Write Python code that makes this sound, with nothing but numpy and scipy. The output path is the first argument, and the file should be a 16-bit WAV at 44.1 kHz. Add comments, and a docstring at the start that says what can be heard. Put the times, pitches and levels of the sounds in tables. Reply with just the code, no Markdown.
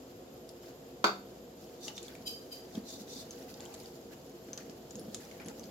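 """A silicone spatula stirs diced vegetables and a little water in a metal pot, in a small kitchen.
The wet pieces crackle, tick and squelch as films snap and bubbles burst, then tumble back with soft thuds.
The blade swishes along the wall and squeaks where it catches. A gas burner murmurs throughout;
before the stirring, something hard is set down with one ringing knock."""
import sys
import numpy as np
from scipy import signal
from scipy.fft import rfft, irfft, next_fast_len
from scipy.io import wavfile

SR = 44100
rng = np.random.default_rng(int(sys.argv[2]) if len(sys.argv) > 2 else 0)


def to_wav(sig):
    """Store sig (one row per channel, or 1-D mono) as 16-bit WAV at the path in sys.argv[1].

    Samples outside -1..1 are clipped; the rate is SR.
    """
    pcm = np.clip(np.atleast_2d(sig), -1, 1) * 32767
    pcm = np.round(pcm).astype(np.int16)
    wavfile.write(sys.argv[1], SR, pcm.T)  # frames by channels


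N = 251704
TIME = np.arange(N) / SR
POCKET_CYCLES = 56   # an air pocket rings down 60 dB in this many cycles

# Air resonances around the pot, whistles of the gas jet. Each row: centre in Hz, width in Hz, lift in dB.
AIR_PEAKS = [(292, 38, 4), (355, 14.4, 4.5), (470.7, 38, 9.5), (521.4, 38, 7), (654.5, 36, 9.5),
             (732, 30, 8.5), (5030, 500, 6), (7000, 1130, 11), (12400, 99, -1), (12800, 77, 15.5)]
# Stereo image. Each row: frequency in Hz, left-right correlation.
CORRELATION = [(60, 0.96), (290, 0.97), (640, 0.69), (1000, 0.064), (1500, 0), (15000, 0)]
# Dull bump of soft pieces. Each row: frequency in Hz, relative density in dB.
TUMBLE_SPECTRUM = [(50, -44), (95, -6), (130, -11), (210, 3.5), (320, -8), (500, -9.5), (700, -18),
                   (1200, -30), (3000, -46)]


def from_db(db):
    """Decibels to gain."""
    return 10 ** (np.asarray(db) / 20)


def rms_one(x):
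    """Scale to rms 1."""
    return x / np.sqrt(np.mean(x ** 2) + 1e-20)


def at_hz(points, hz):
    """Read a table on a log-frequency axis."""
    knots_hz, values = np.transpose(points)
    return np.interp(np.log(hz + 1), np.log(knots_hz), values)


def colour(x, spectrum, peaks=()):
    """Filter by a smooth spectrum with resonances on top."""
    size = next_fast_len(x.shape[-1])
    hz = np.fft.rfftfreq(size, 1 / SR)
    peaks_db = sum(db / (1 + (2 * (hz - centre_hz) / width_hz) ** 2) for centre_hz, width_hz, db in peaks)
    return irfft(rfft(x, size) * from_db(at_hz(spectrum, hz) + peaks_db), size)[..., :x.shape[-1]]


def spread(pair):
    """Two unrelated signals to stereo: alike in the bass, apart in the treble."""
    size = next_fast_len(pair.shape[-1])
    alike = at_hz(CORRELATION, np.fft.rfftfreq(size, 1 / SR))
    mid, side = rfft(pair, size) * np.sqrt([1 + alike, 1 - alike])
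    return irfft(np.array([mid + side, mid - side]) / np.sqrt(2), size)[:, :pair.shape[-1]]


def high_pass(x, hz):
    """Fourth-order bass cut."""
    return signal.sosfilt(signal.butter(4, hz, "high", fs=SR, output="sos"), x)


def drift(rate_hz):
    """Random curve through unit Gaussian knots."""
    knots_s = np.arange(0, TIME[-1] + 1, 1 / rate_hz)
    return np.interp(TIME, knots_s, rng.standard_normal(8192)[:len(knots_s)])


def decay(t, t60_s):
    """Envelope that loses 60 dB in t60_s."""
    return np.exp(-np.log(1000) * t / t60_s)


def swell(full_s, hold_s, attack_s, release_s):
    """Envelope that reaches 1 at full_s, holds and falls."""
    corners_s = [full_s - attack_s, full_s, full_s + hold_s, full_s + hold_s + release_s]
    return np.interp(TIME, corners_s, [0, 1, 1, 0]) ** 2


def gestures(rows, attack_s, release_s):
    """Summed gain of movements with a common attack and release."""
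    return sum(from_db(db) * swell(full_s, hold_s, attack_s, release_s) for full_s, hold_s, db in rows)


def add(out, start_s, sound):
    """Mix a sound in at start_s."""
    at = round(start_s * SR)
    out[..., at:at + sound.shape[-1]] += sound[..., :N - at]


def burner(flame_db=-50.5, waver_db=-0.37, hum_hz=60.3, hum_db=-71):
    """The flame murmurs under the pot, the jet hisses, the mains hum faintly."""
    # Murmur and hiss. Each row: frequency in Hz, relative density in dB.
    spectrum = [(18, -63), (30, -63), (43, -19), (152, -4.5), (183, -9), (271, -1), (318, -13.5), (353, 1),
                (382, -4.5), (523, -9.5), (2210, -27.5), (3030, -23.5), (10700, -39.5), (12800, -27.5),
                (15800, -47)]
    flame = rms_one(colour(spread(rng.standard_normal((2, N))), spectrum, AIR_PEAKS))
    hum = np.sqrt(2) * np.sin(2 * np.pi * hum_hz * TIME)
    return flame * from_db(flame_db + waver_db * drift(11)) + from_db(hum_db) * hum


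def stirring(start_s=1.7, rest_db=-11, settling_db=-6.5, wet_db=-6, release_s=0.11):
    """Gains of crackle, squelch, slosh and tumble: strokes over a floor that rises at start_s."""
    # Nudges and pushes. Each row: time of full effort in seconds, hold in seconds, effort in dB,
    # then squelch, slosh and tumble in dB relative to the effort.
    strokes = [(0.625, 0.059, -2.5, -1, -6, -11), (1.574, 0.083, -4.5, -18, -10, 0.5),
               (1.875, 0.009, 0.5, 0, 8, 1), (2.042, 0.13, -2, 3, -8, -10),
               (2.293, 0.045, -1.5, -8, -12, -1.5), (2.604, 0.11, -3.5, 0, -3, -4),
               (2.756, 0.019, -1, 0, -5, 7.5), (2.96, 0.66, -3, -3.5, -2, 0),
               (3.41, 0.12, -2.5, -6, -1, -1), (3.599, 0.14, -0.5, 0, 7.5, 1),
               (3.78, 0.088, -0.5, -4.5, -1, -7), (4.12, 0.017, -1, 0.5, 1.5, -2),
               (4.487, 0.22, -5, 1, -3, 4.5), (4.579, .003, -1, 7, 4, 3), (4.948, 0.21, -4, -10, -10, 6.5),
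               (5.205, 0.18, -2, -1.5, -3, 0), (5.402, .004, 1, 8, 1.5, 3), (5.465, 0.041, -1.5, 6, 4, 6.5),
               (5.585, 0.094, -1.5, -3, -1, 6)]
    settling = from_db(settling_db) * swell(start_s, TIME[-1], attack_s=0.087, release_s=release_s)
    gains = np.outer(from_db([0, wet_db, wet_db, 0]), np.maximum(from_db(rest_db), settling))
    for full_s, hold_s, db, *shares_db in strokes:
        push = from_db(db) * swell(full_s, hold_s, attack_s=0.028, release_s=release_s)
        gains = np.maximum(gains, np.outer(from_db([0, *shares_db]), push))
    return gains


def bubbles(per_s, low_hz, high_hz, cycles, size_db, pitches=20):
    """Tiny bubbles burst at random, each ringing down at one of a set of pitches."""
    sizes = from_db(size_db * np.minimum(rng.exponential(1, N), 4)) * rng.choice([-1, 1], N)
    bursts = sizes * (rng.random(N) < per_s / SR)
    pitch_index = rng.integers(0, pitches, N)
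    out = 0
    for k, hz in enumerate(np.geomspace(low_hz, high_hz, pitches)):
        radius = decay(1 / SR, cycles / hz)
        feedback = [1, -2 * radius * np.cos(2 * np.pi * hz / SR), radius ** 2]
        out = out + hz * signal.lfilter([1, 0, -1], feedback, bursts * (pitch_index == k) + 1e-18)
    return out


def vegetables(crackle_db=-58, pop_db=-68, squelch_db=-62, slosh_db=-63, tumble_db=-52.5, clump_db=3):
    """Moving pieces crackle, pop and squelch, push the water about and rumble against each other."""
    # Spectra of the wet layers. Each row: frequency in Hz, relative density in dB.
    crackle_spectrum = [(1200, -26), (2500, -9.5), (4500, 2.5), (7200, -1.5), (8300, -13), (11000, -4.5),
                        (15500, -5.5)]
    squelch_spectrum = [(900, -18), (1500, 3), (2300, 0.5), (3000, -2), (4200, -33), (7000, -30)]
    slosh_spectrum = [(450, -5), (700, -2), (820, 13.5), (1000, -1), (1350, -4.5), (1800, -26), (4000, -51)]
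    effort, squelch_gain, slosh_gain, tumble_gain = stirring()
    clumps = from_db(clump_db * drift(45))
    fine = np.array([bubbles(2400, low_hz=2070, high_hz=15000, cycles=15, size_db=-1) for _ in range(2)])
    coarse = np.array([bubbles(600, low_hz=626, high_hz=3510, cycles=57, size_db=1) for _ in range(2)])
    sparse = bubbles(25, low_hz=3000, high_hz=7300, cycles=POCKET_CYCLES, size_db=4)
    bumps = rng.standard_normal((2, N)) * from_db(2 * drift(50))
    crackle = effort * from_db(crackle_db) * rms_one(clumps * colour(fine, crackle_spectrum))
    pops = effort * from_db(pop_db) * rms_one(sparse)
    squelch = squelch_gain * from_db(squelch_db) * rms_one(clumps * colour(coarse, squelch_spectrum))
    slosh = slosh_gain * from_db(slosh_db) * rms_one(colour(spread(coarse), slosh_spectrum))
    tumble = tumble_gain * from_db(tumble_db) * rms_one(colour(spread(bumps), TUMBLE_SPECTRUM, AIR_PEAKS))
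    return crackle + pops + squelch + slosh + tumble


def ticks(snap_db=-5, echo_db=-10, pocket_width_hz=1500, pocket_lift_db=7):
    """A wet film snaps, the air pocket behind it rings, the pot's walls scatter the snap."""
    # Distinct ticks. Each row: start in seconds, ring level in dB, pitch in Hz,
    # gain of snap and echo over the ring in dB, their top-octave lift in dB.
    events = [(0.4911, -44, 5030, 4, 5), (1.881, -33, 3000, 7, -2.5), (1.9795, -32, 3600, 1.5, -11),
              (2.0288, -39, 7000, 0.5, 8), (2.082, -41.5, 3440, -0.5, 10), (2.152, -45, 2300, 3.5, 3),
              (2.7532, -44, 3180, 5.5, -10), (3.3082, -34, 6280, -4, 7), (3.5407, -45, 4750, 5.5, -2.5),
              (3.6055, -40, 7360, 3, -6), (3.6536, -39, 7100, -3, 2), (3.741, -36.5, 7200, 1, 2),
              (3.8003, -48, 4850, 6, 11), (3.859, -42.5, 4720, -2, -4), (4.532, -27.5, 6160, -11, -17),
              (4.5764, -35, 6200, 3.5, -17), (4.6968, -48, 5470, 7.5, -6), (4.9086, -40.5, 7000, 1.5, -13),
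              (4.9553, -33.5, 6650, -7, 6), (4.995, -46, 5160, -1.5, 23.5), (5.1457, -35, 6640, 8.5, 3.5),
              (5.313, -45.5, 2180, 4, -4), (5.4002, -43, 2380, -5, 4), (5.4602, -38, 10560, -5, 8),
              (5.4848, -35.5, 7170, -3.5, -3), (5.5958, -37, 6070, -11, 6), (5.6391, -46.5, 4760, 6, -4)]
    # Film snap. Each row: frequency in Hz, relative density in dB.
    spectrum = [(400, -34), (1000, -6), (2000, 1), (4000, 9.5), (7200, 8.5), (8500, -3.5), (11000, 1),
                (15000, -41)]
    out, t = np.zeros((2, N)), TIME[:4096]
    for start_s, db, hz, broad_db, top_db in events:
        noise = colour(rng.standard_normal((3, len(t))), spectrum, [(hz, pocket_width_hz, pocket_lift_db)])
        noise = colour(rms_one(noise), [(7000, 0), (9500, top_db)])
        snap = from_db(snap_db) * noise[0] * decay(t, t60_s=0.005)
        echo = from_db(echo_db) * noise[1:] * decay(t, t60_s=0.047)
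        ring = np.sin(2 * np.pi * hz * t + rng.uniform(-1.3, 1, (2, 1))) * decay(t, POCKET_CYCLES / hz)
        add(out, start_s, from_db(db) * (ring + from_db(broad_db) * (snap + echo)))
    return out


def knock(ring_db=-35, crack_db=-26, tail_db=-32):
    """A hard object lands on one edge, then the other, and rattles; contacts crack, the body rings."""
    # Contacts. Each row: start in seconds, relative level in dB.
    contacts = [(1.0416, 6), (1.043, 7), (1.0481, -0.5), (1.0657, -2), (1.0709, -5.5)]
    # Dense clatter. Each row: frequency in Hz, relative density in dB.
    spectrum = [(120, -41), (250, -6), (400, -9), (800, -6), (1500, -2.5), (1800, -23.5), (2300, -14.5),
                (3100, -23), (3650, -11.5), (4100, -20), (4550, -6.5), (5200, -22.5), (7200, -25),
                (8500, -42), (15000, -35)]
    # Body modes. Each row: frequency in Hz, relative level in dB, T60 in seconds.
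    modes = [(195, -6.5, 0.66), (344, 10, 0.1), (360, -21, 0.2), (422, -13, 0.2), (420.5, 5, 0.21),
             (532, 3.5, 0.17), (635, -22, 0.32), (730, 0, 0.27), (876, -12, 0.22), (995, -4, 0.33),
             (1020, -15, 0.29), (1254, 0.5, 0.34), (1340, 0, 0.22), (1490, -9, 0.2), (1448, 15, 0.069),
             (1516, 7, 0.13), (2120, -6.5, 0.28), (2210, -17, 0.11), (3640, -15.5, 0.52), (3700, -3, 0.078),
             (4750, -17, .18), (4560, -10, 0.12), (4494, 8.5, 0.086), (6740, -20, 0.18)]
    out, t = np.zeros((2, N)), TIME[:SR // 2]
    envelope = from_db(crack_db) * decay(t, t60_s=0.028) + from_db(tail_db) * decay(t, t60_s=0.27)
    for start_s, db in contacts:
        crack = rms_one(colour(spread(rng.standard_normal((2, len(t)))), spectrum))
        add(out, start_s, from_db(db) * crack * envelope / np.sqrt(2))
    for k, (hz, db, t60_s) in enumerate(modes):
        # Modes alternate in sign; high ones reach left and right out of step.
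        skew_rad = np.arccos(at_hz(CORRELATION, hz)) * np.array([[0.5], [-0.5]]) * rng.choice([-1, 1])
        ring = (-1) ** k * np.sin(2 * np.pi * hz * t + skew_rad)
        add(out, contacts[0][0], from_db(ring_db + db) * decay(t, t60_s) * ring)
    return high_pass(out, hz=150)


def wipes(grain_db=2, wander_db=5, ring_db=3):
    """The wet blade hisses along the wall; as it travels, the wall's resonances swell and fade."""
    # Blade passes. Each row: time of full pressure in seconds, hold in seconds, level in dB.
    passes = [(1.845, 0.021, -47), (1.97, .005, -52), (2.055, .005, -55.5), (2.74, .01, -56),
              (2.89, 0.056, -47.5), (3.005, 0.0056, -51), (3.115, 0.1, -48)]
    # Sliding hiss. Each row: frequency in Hz, relative density in dB.
    spectrum = [(2000, -15), (3100, -15), (3600, -5.5), (4300, -5.5), (5000, 1), (6500, -12), (7400, -5.5),
                (8500, -11), (12000, -10), (15500, -14)]
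    # Wall resonances. Each row: centre in Hz, width in Hz, relative level in dB.
    wall_peaks = [(3650, 130, 12.5), (4120, 88, 11.5), (4350, 43, 7), (4610, 43, 10), (4960, 120, -7),
                  (5960, 230, 11), (6590, 88, 15), (6800, 210, 3)]
    friction = rng.standard_normal((2, N)) * from_db(grain_db * drift(210))
    hiss = rms_one(colour(friction, spectrum))
    ring = 0
    for hz, width_hz, db in wall_peaks:
        b, a = signal.iirpeak(hz, hz / width_hz, fs=SR)
        ring = ring + from_db(db + wander_db * drift(34.15)) * signal.lfilter(b, a, hiss)
    pressure = gestures(passes, attack_s=0.067, release_s=0.046)
    return pressure * rms_one(hiss + from_db(ring_db) * rms_one(ring))


def squeaks(pitch_waver=0.0047, flutter_db=2, rasp_db=-13, held_db=-12):
    """Friction drives inharmonic tones over a rasp; the metal rings on softly after the blade slips."""
    # Blade catches. 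Each row: time of full grip in seconds, hold in seconds, level in dB.
    catches = [(2.274, 0.0064, -34.5), (2.527, 0.0033, -42.5)]
    # Tones of the metal. Each row: frequency in Hz, relative level in dB, T60 in seconds.
    tones = [(3090, -6.5, 0.27), (3950, -13, .4), (4850, 0.5, 0.16), (5270, -15.5, .3), (6300, -18, 0.29),
             (7000, -23, 0.41), (7270, -19, 0.38), (9090, -17, 0.38), (12570, -9.5, 0.36)]
    # Friction rasp. Each row: frequency in Hz, relative density in dB.
    spectrum = [(1900, -29), (2500, 0), (3200, -6), (4900, -5), (7200, -4), (8500, -9), (15000, -11)]
    grip = gestures(catches, attack_s=0.026, release_s=0.0076) + 1e-9
    grip_db = 20 * np.log10(grip)

    def ringing(t60_s):
        """Envelope that follows the grip, then decays freely from held_db below its peak."""
        fall_db = 60 * TIME / t60_s
        free_db = np.maximum.accumulate(grip_db + fall_db) - fall_db
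        return np.maximum(grip, from_db(free_db + held_db))

    rasp = rms_one(colour(rng.standard_normal((2, N)), spectrum))
    out = ringing(t60_s=0.19) * from_db(rasp_db) * rasp
    for hz, db, t60_s in tones:
        phase = 2 * np.pi * np.cumsum(hz * (1 + pitch_waver * drift(400))) / SR
        stereo_tone = np.sin([phase, phase + 2 * drift(70)])
        out += ringing(t60_s) * from_db(db + flutter_db * drift(250)) * stereo_tone
    return out


def thuds(rise_s=0.0018, t60_s=0.041, gain_db=2, slap_db=-2):
    """Soft pieces land on the bottom with a dull slap and a short ring."""
    # Landings. Each row: start in seconds, level before gain_db in dB, pitch in Hz.
    landings = [(2.746, -33.5, 198), (2.774, -31.5, 235), (2.973, -45, 231), (3.007, -42, 213),
                (4.486, -40.5, 244), (4.954, -41, 260), (5.012, -37, 235), (5.08, -37, 196)]
    out, t = np.zeros(N), TIME[:SR // 2]
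    envelope = decay(t, t60_s) * (1 - np.exp(-t / rise_s))
    for start_s, db, hz in landings:
        slap = from_db(slap_db) * rms_one(colour(rng.standard_normal(len(t)), TUMBLE_SPECTRUM))
        ring = np.sin(2 * np.pi * hz * t)
        add(out, start_s, from_db(db + gain_db) * (ring + slap) * envelope)
    return high_pass(out, hz=134)


def kitchen(x, t60_s=0.33, build_s=0.00077):
    """Hard walls return diffuse, slightly dull echoes; the response has unit energy."""
    t = TIME[:SR // 2]
    noise = colour(spread(rng.standard_normal((2, len(t)))), [(200, -1.5), (5000, -4.5), (14000, -5)])
    envelope = decay(t, t60_s) * (1 - np.exp(-t / build_s))
    response = rms_one(noise * envelope) / np.sqrt(len(t))
    return signal.fftconvolve(x, response, axes=1)[:, :N]


def scene():
    """Stereo mix; knock, ticks, thuds and blade also feed the room."""
    hit, tick, thud, squeak, wipe = knock(), ticks(), thuds(), squeaks(), wipes()
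    contact_send = from_db(-14) * hit + from_db(-7) * tick + from_db(-12) * thud
    blade_send = from_db(1.5) * squeak + from_db(-8) * wipe
    room = kitchen(contact_send + blade_send)
    lean_left = from_db([[0.8], [-0.8]])
    return vegetables() + burner() + lean_left * tick + hit + wipe + squeak + thud + room


def record(dry):
    """Steep low-pass on the top treble."""
    cutoff_hz = 15850
    return signal.sosfilt(signal.ellip(12, 0.1, 70, cutoff_hz, fs=SR, output="sos"), dry)


dry = scene()
out = record(dry)
to_wav(out)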